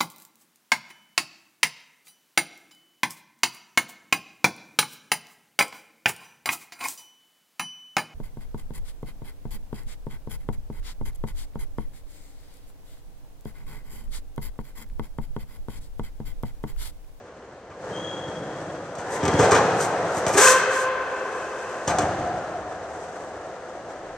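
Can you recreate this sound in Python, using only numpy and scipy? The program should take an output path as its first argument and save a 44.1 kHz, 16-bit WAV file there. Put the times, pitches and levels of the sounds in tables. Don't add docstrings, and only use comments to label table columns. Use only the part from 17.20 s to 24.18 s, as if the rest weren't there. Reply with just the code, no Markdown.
import sys
import numpy as np
from scipy import signal
from scipy.io import wavfile

SR = 44100
rng = np.random.default_rng(int(sys.argv[2]) if len(sys.argv) > 2 else 0)


def field_ratio(decibels):
    return 10 ** (np.asarray(decibels, dtype=float) / 20)


def file_out(sig):
    cols = np.atleast_2d(sig).T
    lim = np.clip(cols, -1, 1)
    pcm = np.round(lim * 32767).astype(np.int16)
    wavfile.write(sys.argv[1], SR, pcm)


N = 307630
SECONDS = np.arange(N) / SR
JOINT_S = 4.71


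def rms_one(x):
    return x / np.sqrt(np.mean(x ** 2) + 1e-20)


def in_time(rows):
    s, *columns = np.transpose(rows)
    return [np.interp(SECONDS, s, c) for c in columns]


def gate(start_s, end_s):
    return (SECONDS >= start_s) & (SECONDS <= end_s)


def at_hz(points, hz):
    f, values = np.array(points).T
    return np.interp(np.log(hz), np.log(f), values)


def swell(s, db, attack_s, hold_s, fall_db_per_s):
    rise = 30 * np.maximum(s - SECONDS, 0) / max(attack_s, .003)
    fall = fall_db_per_s * np.maximum(SECONDS - s - hold_s, 0)
    return db - rise - fall


def drift(rate_hz):
    r = np.exp(-2 * np.pi * rate_hz / SR)
    smooth = signal.lfilter([1], [1, -2 * r, r * r], rng.standard_normal(N + SR))
    return rms_one(smooth[SR:])


def resonances(x, modes):
    out = 0
    for k, (hz, width, db) in enumerate(modes):
        r = np.exp(-np.pi * width / SR)
        b = field_ratio(db) * (1 - r * r) / 2 * np.array([1, 0, -1])
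        a = [1, -2 * r * np.cos(2 * np.pi * hz / SR), r * r]
        out = out + (-1) ** k * signal.lfilter(b, a, x + 1e-18)
    return out


def grains(per_s, spread_db):
    sizes = field_ratio(spread_db * np.minimum(rng.exponential(1, N), 4)) * rng.choice([-1, 1], N)
    return rms_one(sizes * (rng.random(N) < per_s / SR))


def bands(size, shape):
    # f/Hz, likeness/1
    likeness = [(60, 0.916), (150, 0.98), (370, 1), (930, 0.93), (2330, 0.66), (5820, 0.026), (14500, 0.1)]
    out, edges = 0, 25 * 2 ** np.arange(0, 9.6, .5)
    white = rng.standard_normal((2, 2, size))
    for k, (low, high) in enumerate(zip(edges, edges[1:])):
        band = signal.butter(2, [low, high], "band", fs=SR, output="sos")
        mid, side = signal.sosfilt(band, white[k % 2])
        hz = np.sqrt(low * high)
        alike = np.clip(at_hz(likeness, hz), 0, 1)
        out = out + shape(hz) * (np.sqrt(1 + alike) * mid + np.sqrt(1 - alike) * side * [[1], [-1]])
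    return out


def spread(mid, side):
    high_pass = signal.butter(2, 2200, "high", fs=SR, output="sos")
    side = field_ratio(-1.0) * signal.sosfilt(high_pass, side) + field_ratio(-26) * side
    return np.array([mid + side, mid - side])


def air_tone():
    # f/Hz, level/dB (per Hz)
    air_colour = [(15, -45), (25, -37), (65, -8.5), (237, -12), (392, -7), (2200, -24), (7030, -54),
                  (14000, -60.5)]
    return field_ratio(-47) * rms_one(bands(N, lambda hz: field_ratio(at_hz(air_colour, hz))))


def footfall():
    s, db, hz, half_s = 7, -55, 32, 0.2
    return field_ratio(db) * np.exp(-((SECONDS - s) / half_s) ** 2) * np.sin(2 * np.pi * hz * SECONDS)


def boom():
    # f/Hz, width/Hz, level/dB
    slab = [(62.5, 50, -2.5), (92, 46, 0.5)]
    level = field_ratio(swell(JOINT_S, -42, attack_s=.03, hold_s=0.2, fall_db_per_s=18))
    return level * rms_one(resonances(resonances(rng.standard_normal(N), slab), slab))


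def squeaks():
    # t/s (peak), level/dB, swell/s, fall/(dB per s)
    axle_squeaks = [
        (.86, -33.5, 0.117, 51),
        (2.14, -37, .12, 53),
    ]
    start_hz, full_hz, swell_db = 3200, 3265, 5.5
    level, climb = 0, 0
    for s, db, swell_s, fall in axle_squeaks:
        rise = np.clip(1 + (SECONDS - s) / swell_s, 0, 1)
        level = level + field_ratio(swell(s - swell_s, db, 0.061, swell_s, fall) - swell_db * (1.5 - rise))
        climb = np.where(SECONDS > s - 2 * swell_s, rise, climb)
    hz = start_hz + (full_hz - start_hz) * climb
    phase = 2 * np.pi * np.cumsum(hz * (1 + .012 * drift(130))) / SR
    flutter = field_ratio(3 * drift(110))
    return level * flutter * (np.sin(phase) + field_ratio(-22.5) * np.sin(2 * phase))


def scuffs():
    # t/s, level/dB, attack/s, hold/s
    drags = [
        (1.927, -42, .08, 0.035),
        (2.608, -34.5, 0.064, .04),
        (2.977, -39, 0.14, .005),
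        (3.08, -34.5, .01, 0.0089),
        (3.139, -33, 0.038, 0.0096),
        (3.177, -19.5, 0.015, .008),
        (3.213, -18.5, 0.031, 0.1),
        (3.367, -43, .02, .02),
        (3.527, -38.5, 0.07, 0.1),
    ]
    # f/Hz, width/Hz, level/dB
    sole = [(1710, 420, 3.5), (4050, 3400, -4.5), (6700, 13200, -2.5), (11400, 2700, 2.5)]
    level = sum(field_ratio(swell(*row, fall_db_per_s=375) + 4.0) for row in drags)
    mid, side = (level * rms_one(resonances(grains(12000, spread_db=4.5), sole)) for port in range(2))
    return spread(mid, 0.5 * side)


def skid():
    # multiple/1, level/dB
    orders = [(1, -1), (2, -4), (3, -2.5), (4, -23), (5, -13.5), (6, -20.5)]
    # f/Hz, width/Hz, level/dB
    torn = [(490, 120, -13), (1098, 140, 5), (1626, 170, 4.5), (2460, 370, -9), (12100, 2700, -25.5)]
    start_s, peak_s, drag_end_s = 3.18, 3.255, 4.62
    slips_hz = np.where(SECONDS < 3.213, 425, 518)
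    phase = 2 * np.pi * np.cumsum(slips_hz * (1 + .025 * drift(80))) / SR
    stack = 0
    for k, db in orders:
        stack = stack + field_ratio(db + 4 * drift(60)) * np.sin(k * phase)
    noise = field_ratio(-1.5) * rms_one(resonances(rng.standard_normal(N), torn))
    bite_db = swell(start_s, -14, attack_s=0.024, hold_s=.19, fall_db_per_s=461)
    bite = field_ratio(bite_db - 80 * abs(SECONDS - peak_s))
    drag = gate(start_s, drag_end_s) * field_ratio(-34.5 - 4 * (SECONDS - start_s))
    return (bite + drag) * (stack + noise)


def rolling(rumble_db, drone_db, hiss_db):
    # f/Hz, width/Hz, level/dB
    bending = [(86.2, 79, -4.5), (116.3, 83, 0), (184, 80, -0.5), (245.3, 133, -2), (323, 116, -2.5)]
    # f/Hz, width/Hz, level/dB
    wheels = [(372, 141, -7), (520, 80, -0.5), (700, 127.6, -3.5), (1000, 333, -8.5), (1333, 338, -9),
              (1730, 372, -12), (2420, 1405, -26.5)]
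    # f/Hz, width/Hz, level/dB
    grit = [(3750, 667, -4), (6480, 8300, 0), (10860, 3400, 4.5)]
    rumble = rms_one(resonances(resonances(grains(1500, spread_db=2.5), bending), bending))
    drone = rms_one(resonances(grains(5000, spread_db=2.2), wheels))
    hiss = rms_one(resonances(grains(9000, spread_db=3.5), grit))
    return field_ratio(rumble_db) * rumble + field_ratio(drone_db) * drone + field_ratio(hiss_db) * hiss


def whirr(hz, level_db):
    phase = 2 * np.pi * np.cumsum(hz) / SR
    band, octave = [drift(90 * k) * np.sin(k * phase) + drift(90 * k) * np.cos(k * phase) for k in (1, 2)]
    speeding_up = np.clip(np.gradient(hz) * SR / 1000, 0, 1)
    return field_ratio(level_db) * (band + field_ratio(-12 + 7.5 * speeding_up) * octave)


def roll():
    # t/s, level/dB (drone), f/Hz (whirr)
    ride = [(0, -45.5, 520), (.5, -47.5, 520), (.7, -33, 520), (1.0, -36, 520), (1.3, -34.5, 520),
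            (1.75, -37.5, 600), (1.98, -28, 1000), (2.3, -20, 802), (2.7, -29, 691.6), (3.05, -25.5, 681),
            (3.4, -42, 621), (3.75, -39.5, 640), (4.0, -33, 640), (4.62, -33.5, 655), (4.8, -30, 700),
            (5.4, -36, 683), (6.25, -38.5, 653.6), (6.98, -39, 623)]
    # t/s, level/dB, hold/s
    loaded = [
        (0.664, -41, 0.94),
        (1.88, -40.5, 0.98),
        (4.75, -37.5, 0.33),
        (5.5, -57, 1.5),
    ]
    # t/s, hold/s
    dusty = [
        (4.107, 0.58),
        (5.703, .4),
    ]
    drone_db, hz = in_time(ride)
    dust = sum(field_ratio(swell(s, 0, 0.11, hold_s, 200)) for s, hold_s in dusty)
    hiss_db = -60.5 + 1.06 * (drone_db + 34.5) + 4 * dust
    rumble_db = np.max([swell(s, db, 0.16, hold_s, 75) for s, db, hold_s in loaded], axis=0)
    whirr_db = drone_db - 5.5 - 26 * gate(3.3, 4.66)
    jolt_db = swell(JOINT_S, -26, attack_s=.03, hold_s=0.039, fall_db_per_s=24)
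    whirr_db = np.maximum(whirr_db, jolt_db)
    flutter = drift(14.0)
    rumble_db = rumble_db + 1.2 * drift(8)
    levels = rumble_db, drone_db + 0.71 * flutter, hiss_db + 1.2 * flutter
    mid, side = (rolling(*levels) + whirr(hz, whirr_db) for port in range(2))
    return spread(mid, side)


def knocks(blows, rattle_s, click):
    # f/Hz, width/Hz, level/dB
    thud_modes = [(45, 19.1, -18), (79, 28, -5.5), (104, 23, 2), (181, 64, -2.5), (287, 145, -8)]
    # f/Hz, width/Hz, level/dB
    deck_modes = [(384, 39, -15), (520, 85, 2.5), (693, 85, -3.5), (1027, 518, -3), (1216, 160, 2),
                  (1577, 295, -8), (2380, 630, -13)]
    # f/Hz, width/Hz, level/dB
    crack_modes = [(2840, 1100, -2), (7240, 3600, 1), (11400, 4000, -1)]
    thud, deck, crack, rings = np.zeros((4, N + SR))
    after = np.arange(SR // 3) / SR
    envelope = np.exp(-(after / rattle_s) ** 2) * (1 - np.exp(-after / 0.0011))
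    for s, peak_db, thud_db, crack_db, ring_hz in blows:
        start = round(s * SR)
        at = slice(start, start + len(after))
        blow = 0.13 * rng.standard_normal(len(after)) * envelope
        blow[0] += click
        thud[start] += field_ratio(thud_db + 47.0)
        deck[at] += field_ratio(peak_db + 16) * blow
        rings[at] += resonances(field_ratio(peak_db + 21.5) * blow, [(ring_hz, 110, 0)])
        crack[at] += field_ratio(crack_db + 14.5) * blow
    struck = resonances(thud, thud_modes) + resonances(deck, deck_modes) + resonances(crack, crack_modes)
    return (struck + rings)[:N]


def bumps():
    # t/s, level/dB (peak), level/dB (thud), level/dB (crack), f/Hz (loudest ring)
    loose_bumps = [(0.503, -27.5, -44, -63, 464), (1.079, -30, -33, -51.5, 400),
                   (1.782, -21.5, -34, -42, 855), (2.031, -13, -18, -37, 475), (2.14, -17, -15.5, -48, 546),
                   (2.19, -6.5, -18, -25, 386.5), (2.224, -3, -18, -27, 690), (2.308, -3, -25, -22.5, 1080),
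                   (2.346, 1.5, -24, -24.5, 503), (3.082, -10, -31, -49, 737.2),
                   (3.139, -6.5, -31, -35, 410), (3.176, -4, -33, -36, 416), (4.674, -12.5, -23, -27, 655),
                   (4.697, -8, -27, -43, 606), (4.802, -13.5, -27, -34, 655), (4.829, -14, -23, -57, 634)]
    return knocks(loose_bumps, rattle_s=0.04, click=0.31)


def clacks():
    # t/s, level/dB (peak), level/dB (thud), level/dB (crack), f/Hz (loudest ring)
    hard_clacks = [
        (1.753, -26, -47, -43, 522),
        (2.054, -6, -25, -27.5, 464),
        (2.08, -6.5, -21, -27.5, 410),
        (2.197, -2, -16, -42, 420),
        (2.319, 1.5, -19, -25, 480),
        (2.969, -18, -30.5, -43, 716),
        (3.066, -5, -24.5, -26, 655),
        (4.678, -7, -47, -24.5, 830),
        (4.705, -10, -34, -35, 604),
        (4.786, -6.5, -31, -23, 404),
    ]
    return knocks(hard_clacks, rattle_s=.0105, click=1.93)


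def hall(steady, dragged, sudden):
    # f/Hz, t60/s
    ring_time = [(60, 0.28), (150, 2.35), (400, 2.62), (800, 3.82), (1500, 2.95), (3000, 2.16),
                 (6000, 0.62), (12000, 0.36)]
    after = np.arange(SR * 4) / SR
    soon = after[:SR // 4]
    near = bands(len(soon), lambda hz: field_ratio(-60 * soon / (.045 * at_hz(ring_time, hz))))
    near = field_ratio(-4.5) * near / np.sqrt(np.sum(near[0] ** 2))
    near[:, 0] += 1.1
    tail = bands(len(after), lambda hz: field_ratio(-60 * after / at_hz(ring_time, hz)))
    tail = tail * (1 - np.exp(-after / 0.0031))
    feed = field_ratio(-5.0) * steady[0] + field_ratio(-4.5) * dragged[0] + sudden
    close = steady + dragged + signal.fftconvolve(sudden[None], near, axes=1)[:, :N]
    return close + field_ratio(-42) * signal.fftconvolve(feed[None], tail, axes=1)[:, :N]


def scene():
    dragged = scuffs() + skid() + squeaks()
    sudden = bumps() + clacks() + footfall()
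    return air_tone() + boom() + hall(roll(), dragged, sudden)


def band_limit(x):
    return signal.sosfilt(signal.butter(12, 14600, fs=SR, output="sos"), x)


def record(dry):
    # f/Hz, level/dB
    left_port = [(100, 0.5), (2300, -2.5), (4500, 5), (6200, 6), (8200, 7.5), (9800, -10), (12000, -13.5),
                 (14300, -6)]
    # f/Hz, level/dB
    right_port = [(100, 1), (2300, -4), (4500, 0), (6400, 11), (7800, -2.5), (9800, -18.5), (12000, -33),
                  (14300, -20)]
    hz = np.maximum(np.arange(257) * SR / 512, 20)
    heard = []
    for side, colour in zip(dry, (left_port, right_port)):
        doubled = signal.firwin2(511, np.linspace(0, 1, 257), field_ratio(2 * at_hz(colour, hz)))
        heard.append(signal.fftconvolve(side, signal.minimum_phase(doubled))[:N])
    rounded = .9 * np.tanh(np.array(heard) / .9)
    top_cut = signal.cheby2(20, 60, 14900, fs=SR, output="sos")
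    return band_limit(signal.sosfilt(top_cut, rounded))


dry = scene()
out = record(dry)
file_out(out)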